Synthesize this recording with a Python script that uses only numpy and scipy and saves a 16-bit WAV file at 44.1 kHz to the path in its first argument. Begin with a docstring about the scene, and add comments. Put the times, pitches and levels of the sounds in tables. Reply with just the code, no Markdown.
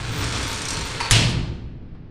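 """A folding steel lattice gate is pulled along its track and slammed, close by in a hard, echoing hall.
Its loose bars chatter and its joints clink, while the runners rumble, grind and squeak on the track.
It knocks as it stretches out, then hits the frame with a crack: the lattice clangs, the frame booms,
and the hall rings on over a low background rumble."""
import sys
import numpy as np
from scipy import signal
from scipy.fft import rfft, irfft, next_fast_len
from scipy.io import wavfile
from scipy.ndimage import uniform_filter1d

SR = 44100
rng = np.random.default_rng(int(sys.argv[2]) if len(sys.argv) > 2 else 0)


def dump(signal):
    """Clip the signal to [-1, 1] and save it as 16-bit WAV at the path in sys.argv[1]."""
    limited = np.clip(np.atleast_2d(signal).T, -1, 1)
    pcm = np.round(limited * 32767).astype(np.int16)
    wavfile.write(sys.argv[1], SR, pcm)


N = 92610
T = np.arange(N) / SR
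SLAM_S = 1.110  # when the gate hits the frame


def amp(db):
    """Turn decibels into a number to multiply a sound by."""
    return 10 ** (np.asarray(db) / 20)


def unit(x):
    """Scale a sound so that its average (rms) level is 1."""
    return x / np.sqrt(np.mean(x ** 2))


def noise():
    """White noise: an even hiss."""
    return rng.standard_normal(N)


def at_pitch(hz, points):
    """Look up a value by pitch, sliding smoothly between the rows of a table."""
    pitches, values = np.array(points, float).T
    return np.interp(np.log(np.maximum(hz, 1)), np.log(pitches), values)


def colour(x, points):
    """Make some pitches stronger and others weaker; white noise keeps its overall level."""
    size = next_fast_len(2 * N, True)
    gain = unit(amp(at_pitch(np.fft.rfftfreq(size, 1 / SR), points)))
    # These steps make the filter ring only after a hit, never before it.
    cepstrum = irfft(np.log(gain), size)
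    cepstrum[1:size // 2] *= 2
    cepstrum[size // 2 + 1:] = 0
    return irfft(rfft(x, size) * np.exp(rfft(cepstrum)), size)[:N]


def fade(start, ring_s, hold_s=0):
    """Switch on, hold, then die away. The ring time, ring_s, is how long a fall of 60 dB takes."""
    return (T >= start) * np.exp(-np.log(1000) * np.maximum(T - start - hold_s, 0) / ring_s)


def rise(start, rise_s):
    """A level that builds from 0 towards 1."""
    return 1 - np.exp(-np.maximum(T - start, 0) / rise_s)


def swell(peak_s, half_length_s):
    """A level that grows and shrinks in a bell shape."""
    return np.exp(-.5 * ((T - peak_s) / half_length_s) ** 2)


def pull(levels):
    """Follow a table of levels while the gate moves, and die away quickly at the slam."""
    return amp(np.interp(T, *np.array(levels).T)) * fade(0, ring_s=0.15, hold_s=SLAM_S)


def resonate(x, hz, width_hz):
    """Let through only a narrow band around one pitch."""
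    return signal.lfilter(*signal.iirpeak(hz, hz / width_hz, SR), x)


def ring_out(x, start, ring_times, hold_s=0):
    """Let each octave of a sound die away at its own speed."""
    spectrum, pitches = rfft(x), np.fft.rfftfreq(N, 1 / SR)
    octaves_hz = 125 * 2. ** np.arange(8)
    total = 0
    for hz in octaves_hz:
        share = at_pitch(pitches, list(zip(octaves_hz, octaves_hz == hz)))
        total += irfft(spectrum * share, N) * fade(start, at_pitch(hz, ring_times), hold_s)
    return total


def contacts(per_s):
    """Tiny hits at random moments, all of nearly the same strength."""
    strength = amp(-0.5 * np.minimum(rng.exponential(size=N), 5))
    return unit((rng.random(N) < per_s / SR) * strength * np.sign(noise()))


def bursts(hits):
    """Each harsh hit is a burst of noise that dies away."""
    power = sum((amp(db) * fade(start, ring_s)) ** 2 for start, db, ring_s in hits)
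    return noise() * np.sqrt(power)


def tone(start, hz, db, ring_s, hold_s=0):
    """One of the natural notes of struck metal."""
    age = T[:max(N - int(start * SR), 0)]
    attack = np.minimum(age / 0.00087, 1)  # the blow takes a moment to set the note going
    decay = np.exp(-np.log(1000) * np.maximum(age - hold_s, 0) / ring_s)
    wave = np.sin(2 * np.pi * (hz * age + rng.random()))
    return np.pad(amp(db) * attack * decay * wave, (N - len(age), 0))


def struck(hits, notes):
    """Every hit rings the same notes, each time with slightly different tuning and strength."""
    detune, spread_db = .003, 2.5
    total = 0
    for start, hit_db, _ in hits:
        nudges = rng.uniform(-1.1, 1, (len(notes), 2))
        for (hz, note_db, ring_s), (pitch_nudge, level_nudge) in zip(notes, nudges):
            db = hit_db + note_db + spread_db * level_nudge
            total += tone(start, hz * (1 + detune * pitch_nudge), db, ring_s)
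    return total


def background():
    """The low, steady rumble of the building."""
    # Each row: pitch in Hz, relative level in dB.
    rumble_colour = [(20, 0.5), (40, 0.5), (70, 2), (110, -4), (200, -8.5), (320, -14), (500, -24.5),
                     (800, -33.5), (1700, -37), (2600, -41.5), (5000, -51), (7000, -71.5), (16000, -94)]
    return amp(-36.5) * unit(colour(noise(), rumble_colour))


def hall(x):
    """Hard walls throw the sound back as a smooth echo; the treble from about 6 kHz up dies far sooner than the
    lower pitches."""
    # Each row: pitch in Hz, ring time in seconds.
    ring_times = [(200, 1.2), (1000, 0.75), (3000, 1.1), (6000, 0.24), (12000, 0.42)]
    echo = ring_out(noise(), 0, ring_times) * rise(0, rise_s=0.016)
    return signal.fftconvolve(x, echo / np.sqrt(np.sum(echo ** 2)))[:N]


def settling():
    """The gate taps faintly as it settles."""
    # Each row: start in seconds, level in dB, ring time in seconds.
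    taps = [(1.825, -60, 0.25), (1.948, -52.5, 0.17), (2.09, -68, 0.18)]
    # Each row: pitch in Hz, relative level in dB.
    tap_colour = [(100, 1), (500, 2), (1500, 4), (2600, -11), (5000, -14.5), (7000, -33), (16000, -51.5)]
    return colour(bursts(taps), tap_colour)


def runners():
    """The runners rumble along the track and now and then give a thin squeak."""
    # Each row: time in seconds, level in dB.
    rumble_levels = [(0, -30), (.13, -30.5), (.19, -25.5), (.3, -30), (.41, -26.5), (.52, -34), (.64, -33),
                     (.72, -34.5), (.8, -29.5), (.9, -38), (1.08, -35.5)]
    # Each row: pitch in Hz, relative level in dB.
    rumble_colour = [(20, -17), (40, -2.5), (70, 1.5), (92, -0.5), (115, 8), (135, -9), (165, -1),
                     (200, -14.5), (270, -6.5), (400, -19.5), (800, -20.5), (4000, -96.5)]
    # Each row: loudest moment in seconds, half length in seconds, pitch in Hz, level in dB.
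    squeaks = [(0.173, 0.04, 14640, -47), (.495, .04, 11950, -53.5), (0.857, 0.012, 12000, -51)]
    rolling = unit(colour(noise(), rumble_colour)) * pull(rumble_levels)
    for peak_s, half_length_s, hz, db in squeaks:
        band = resonate(noise(), hz, width_hz=45)
        whistle = unit(resonate(band, hz, width_hz=45))
        rolling += amp(db) * whistle * swell(peak_s, half_length_s)
    return rolling


def grinding():
    """A runner jams for a moment and judders along, quickly sticking and slipping."""
    # Each row: loudest moment in seconds, half length in seconds, relative level in dB.
    grinds = [(0.236, 0.019, -32.5), (0.354, 0.0194, -28.5)]
    # Each row: pitch in Hz, relative level in dB.
    grind_colour = [(300, -1.5), (950, -8), (1270, 7.5), (1600, -10), (2600, -3.5), (3420, -2.5),
                    (3900, -4.5), (4500, -2.5), (6000, -4.5), (9000, -23.5), (16000, -50)]
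    level = sum(amp(db) * swell(peak_s, half_length_s) for peak_s, half_length_s, db in grinds)
    wobble = unit(uniform_filter1d(noise(), size=441))
    slips_per_s = 110 * np.exp(0.59 * wobble)
    progress = np.cumsum(slips_per_s) / SR % 1  # runs from 0 to 1 between slips
    judder = np.exp(-progress / 0.39)
    return colour(unit(noise() * judder) * level, grind_colour)


def scraping():
    """Many tiny hits in the track blend into a bright scrape, with sharp clicks from the joints."""
    # Each row: time in seconds, relative level in dB.
    scrape_levels = [(0, -42.5), (.15, -37.5), (.25, -33.5), (.44, -33.5), (.58, -30.5), (.67, -44.5),
                     (.74, -34.5), (.8, -45), (.9, -33.5), (1.08, -50.5)]
    # Each row: pitch in Hz, relative level in dB.
    scrape_colour = [(1000, -27.5), (4000, -3.5), (5800, -2.5), (7500, -4), (8700, -7.5), (9900, -10.5),
                     (10600, -18), (12500, -27.5), (15000, -38), (16000, -55)]
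    # Joints snapping tight. Each row: start in seconds, relative level in dB.
    snaps = [(0.24, -27), (0.324, -29.5), (0.381, -30.5), (0.4288, -27), (0.529, -29), (0.617, -26.5),
             (0.653, -24), (0.6844, -21), (0.7054, -21.5), (0.731, -27.5), (0.769, -28.5), (0.789, -32),
             (0.81, -27.5), (0.87, -33)]
    clicks = [(start, db, 0.06) for start, db in snaps]  # add a ring time in seconds
    scrape = contacts(per_s=1200) * pull(scrape_levels) * amp(-3)
    return colour(scrape + bursts(clicks), scrape_colour), clicks


def chattering():
    """Loose bars rattle at their rivets."""
    # Each row: time in seconds, relative level in dB.
    chatter_levels = [(0, -34), (.11, -33), (.235, -28.5), (.29, -33), (.35, -30.5), (.47, -31.5),
                      (.62, -33.5), (.77, -31), (.87, -33.5), (1.08, -31.5)]
    # Each row: pitch in Hz, relative level in dB.
    chatter_colour = [(150, -9), (450, 2.5), (700, -6), (1100, 0.5), (1600, 0), (1950, -3), (2300, 0),
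                      (3000, -4), (4300, -3), (5200, -10), (8500, -16), (11000, -38), (16000, -37)]
    return colour(contacts(per_s=1400) * pull(chatter_levels), chatter_colour)


def singing_bars():
    """Now and then a click leaves a bar ringing on one note."""
    # Each row: start in seconds, pitch in Hz, level in dB, ring time in seconds.
    notes = [(0.326, 3420, -32.5, 0.27), (0.336, 1261, -33, 0.19), (0.479, 917, -33.5, 0.54),
             (0.722, 918, -35, 0.7)]
    return sum(tone(*note) for note in notes)


def shaken_bars(x):
    """The bars add their own ring to whatever shakes them."""
    # Each row: pitch in Hz, width in Hz, level in dB compared with the shaking.
    resonances = [(920, 74, -7), (2124, 34.8, -5.5), (3420, 54, -6.5), (5280, 46, -8), (5600, 40, -10),
                  (8530, 190, -3.5)]
    return x + sum(amp(db) * resonate(x, hz, width_hz) for hz, width_hz, db in resonances)


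def sliding():
    """The pull shakes the bars, the joints clink tight and the lattice knocks as it stretches out."""
    # A joint's clink. Each row: pitch in Hz, level in dB added to the click's, ring time in seconds.
    joint_notes = [(4214, -17.5, 0.19), (5270, -19, .15), (5787, -16.5, .38), (7250, -22, .25),
                   (8460, -16.5, .25)]
    # Each row: start in seconds, relative level in dB, ring time in seconds.
    knocks = [(1.003, -20.5, .07), (1.009, -21.5, 0.087), (1.027, -28, .11), (1.048, -33, .11),
              (1.058, -28, 0.068)]
    # Each row: pitch in Hz, relative level in dB.
    knock_colour = [(100, -21.5), (700, -4), (920, 6.5), (1300, -4.5), (1800, 2), (2650, -0.5),
                    (3400, -12.5), (4450, 2), (5400, -9), (8500, -14), (10000, -13.5), (10800, -29),
                    (16000, -48)]
    # Each row: pitch in Hz, level in dB added to the knock's, ring time in seconds.
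    lattice_notes = [(915, -11.5, .12), (1773, -14, .1), (2433, -16, .22), (2692, -12, .08),
                     (4440, -2, .06)]
    chatter = chattering()
    scrape, clicks = scraping()
    shaking = chatter + scrape + grinding() + colour(bursts(knocks), knock_colour)
    return amp(-2) * shaken_bars(shaking) + struck(clicks, joint_notes) + struck(knocks, lattice_notes)


def frame_boom():
    """The frame jolts and booms on its strongest note, then shudders on low notes as the thud lingers."""
    # Each row: pitch in Hz, relative level in dB.
    thud_colour = [(20, -6.5), (40, -3.5), (62, -5), (85, -0.5), (115, 4.5), (165, -2), (250, -7.5),
                   (350, -14), (520, -21), (1000, -40.5), (4000, -79.5)]
    # Each row: pitch in Hz, level in dB, ring time in seconds.
    low_notes = [(57.1, -28.5, 1.56), (113.9, -25, 1.0), (122, -31, 1.55), (164.2, -32, 0.69),
                 (250, -36, 1.03), (336.7, -37.5, 1.2)]
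    jolt_hz, boom_hz = 40.9, 112.2
    age = T - SLAM_S
    jolt = np.sin(2 * np.pi * jolt_hz * age) * fade(SLAM_S, ring_s=0.1)
    boom_shape = rise(SLAM_S, rise_s=0.0057) * fade(SLAM_S, ring_s=0.11, hold_s=0.064)
    boom = np.sin(2 * np.pi * boom_hz * age) * boom_shape
    thud = unit(colour(noise(), thud_colour)) * fade(SLAM_S, ring_s=1.42, hold_s=0.17)
    shudder = sum(tone(SLAM_S, *note, hold_s=0.29) for note in low_notes) * rise(SLAM_S, rise_s=.06)
    return amp(-9) * jolt + amp(-13.5) * boom + amp(-23) * thud + shudder


def slam_crack():
    """Steel hits steel as the gate slams and bounces."""
    # Each row: start in seconds, level in dB, ring time in seconds.
    hits = [(1.102, -30.5, 0.039), (1.110, -5, 0.025), (1.114, -14, 0.11), (1.292, -36, 0.14)]
    # Each row: pitch in Hz, relative level in dB.
    crack_colour = [(100, -10), (700, -9.5), (1400, 2), (3000, -1.5), (5000, 2.5), (6600, 3.5), (8500, -1),
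                    (10200, 0), (11500, -13), (14500, -30.5), (16000, -27.5)]
    return colour(bursts(hits), crack_colour)


def lattice_clang():
    """The slam spreads through the lattice: a wash of close notes swells and dies, and a few stand out."""
    # Each row: pitch in Hz, relative level in dB.
    wash_colour = [(100, -25.5), (400, -5), (650, -3.5), (1000, -6.5), (1600, -4), (2100, -1), (3000, 2.5),
                   (4200, -1), (5200, -2.5), (6300, -7.5), (8700, -10.5), (10000, -19.5), (11500, -29.5),
                   (15000, -39.5), (16000, -52.5)]
    # Each row: pitch in Hz, ring time in seconds.
    ring_times = [(300, 0.85), (1000, 1.0), (2000, 0.67), (4000, 0.65), (8000, 0.52), (14000, 0.43)]
    # Each row: pitch in Hz, relative level in dB, ring time in seconds.
    clear_notes = [(904, -9, 1.0), (1884, -8, .6), (2266, -3, .5), (2444, -5, .55), (2665, 2, .6),
                   (2879, -1, .56), (3129, -4, .5), (3331, -5, .5), (3378, -3, .5), (4170, -4, .88),
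                   (4319, -4, .75), (5037, -6, .62), (7699, -7, .42), (8181, -6, .38)]
    hold_s = 0.054
    wash = ring_out(unit(colour(noise(), wash_colour)), SLAM_S, ring_times, hold_s)
    ringing = sum(tone(SLAM_S, *note, hold_s) for note in clear_notes)
    return (amp(-17) * wash + amp(-30.5) * ringing) * rise(SLAM_S, rise_s=0.015)


def scene():
    """The pull, the slam, their echo and the building's rumble, the same in both channels."""
    slide = sliding()
    slam = lattice_clang() + slam_crack()
    echo = hall(amp(-4.5) * slide + amp(-18.5) * slam)
    mono = echo + background() + singing_bars() + settling() + runners() + slide + frame_boom() + slam
    return np.array([mono, mono])


def record(dry):
    """The microphone rounds off the peak of the slam, and the very highest pitches are cut."""
    ceiling, top_hz = 1.1, 15500
    rounded = dry / (1 + (dry / ceiling) ** 4) ** .25
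    return signal.sosfilt(signal.ellip(8, .2, 80, top_hz, fs=SR, output="sos"), rounded)


dry = scene()
out = record(dry)
dump(out)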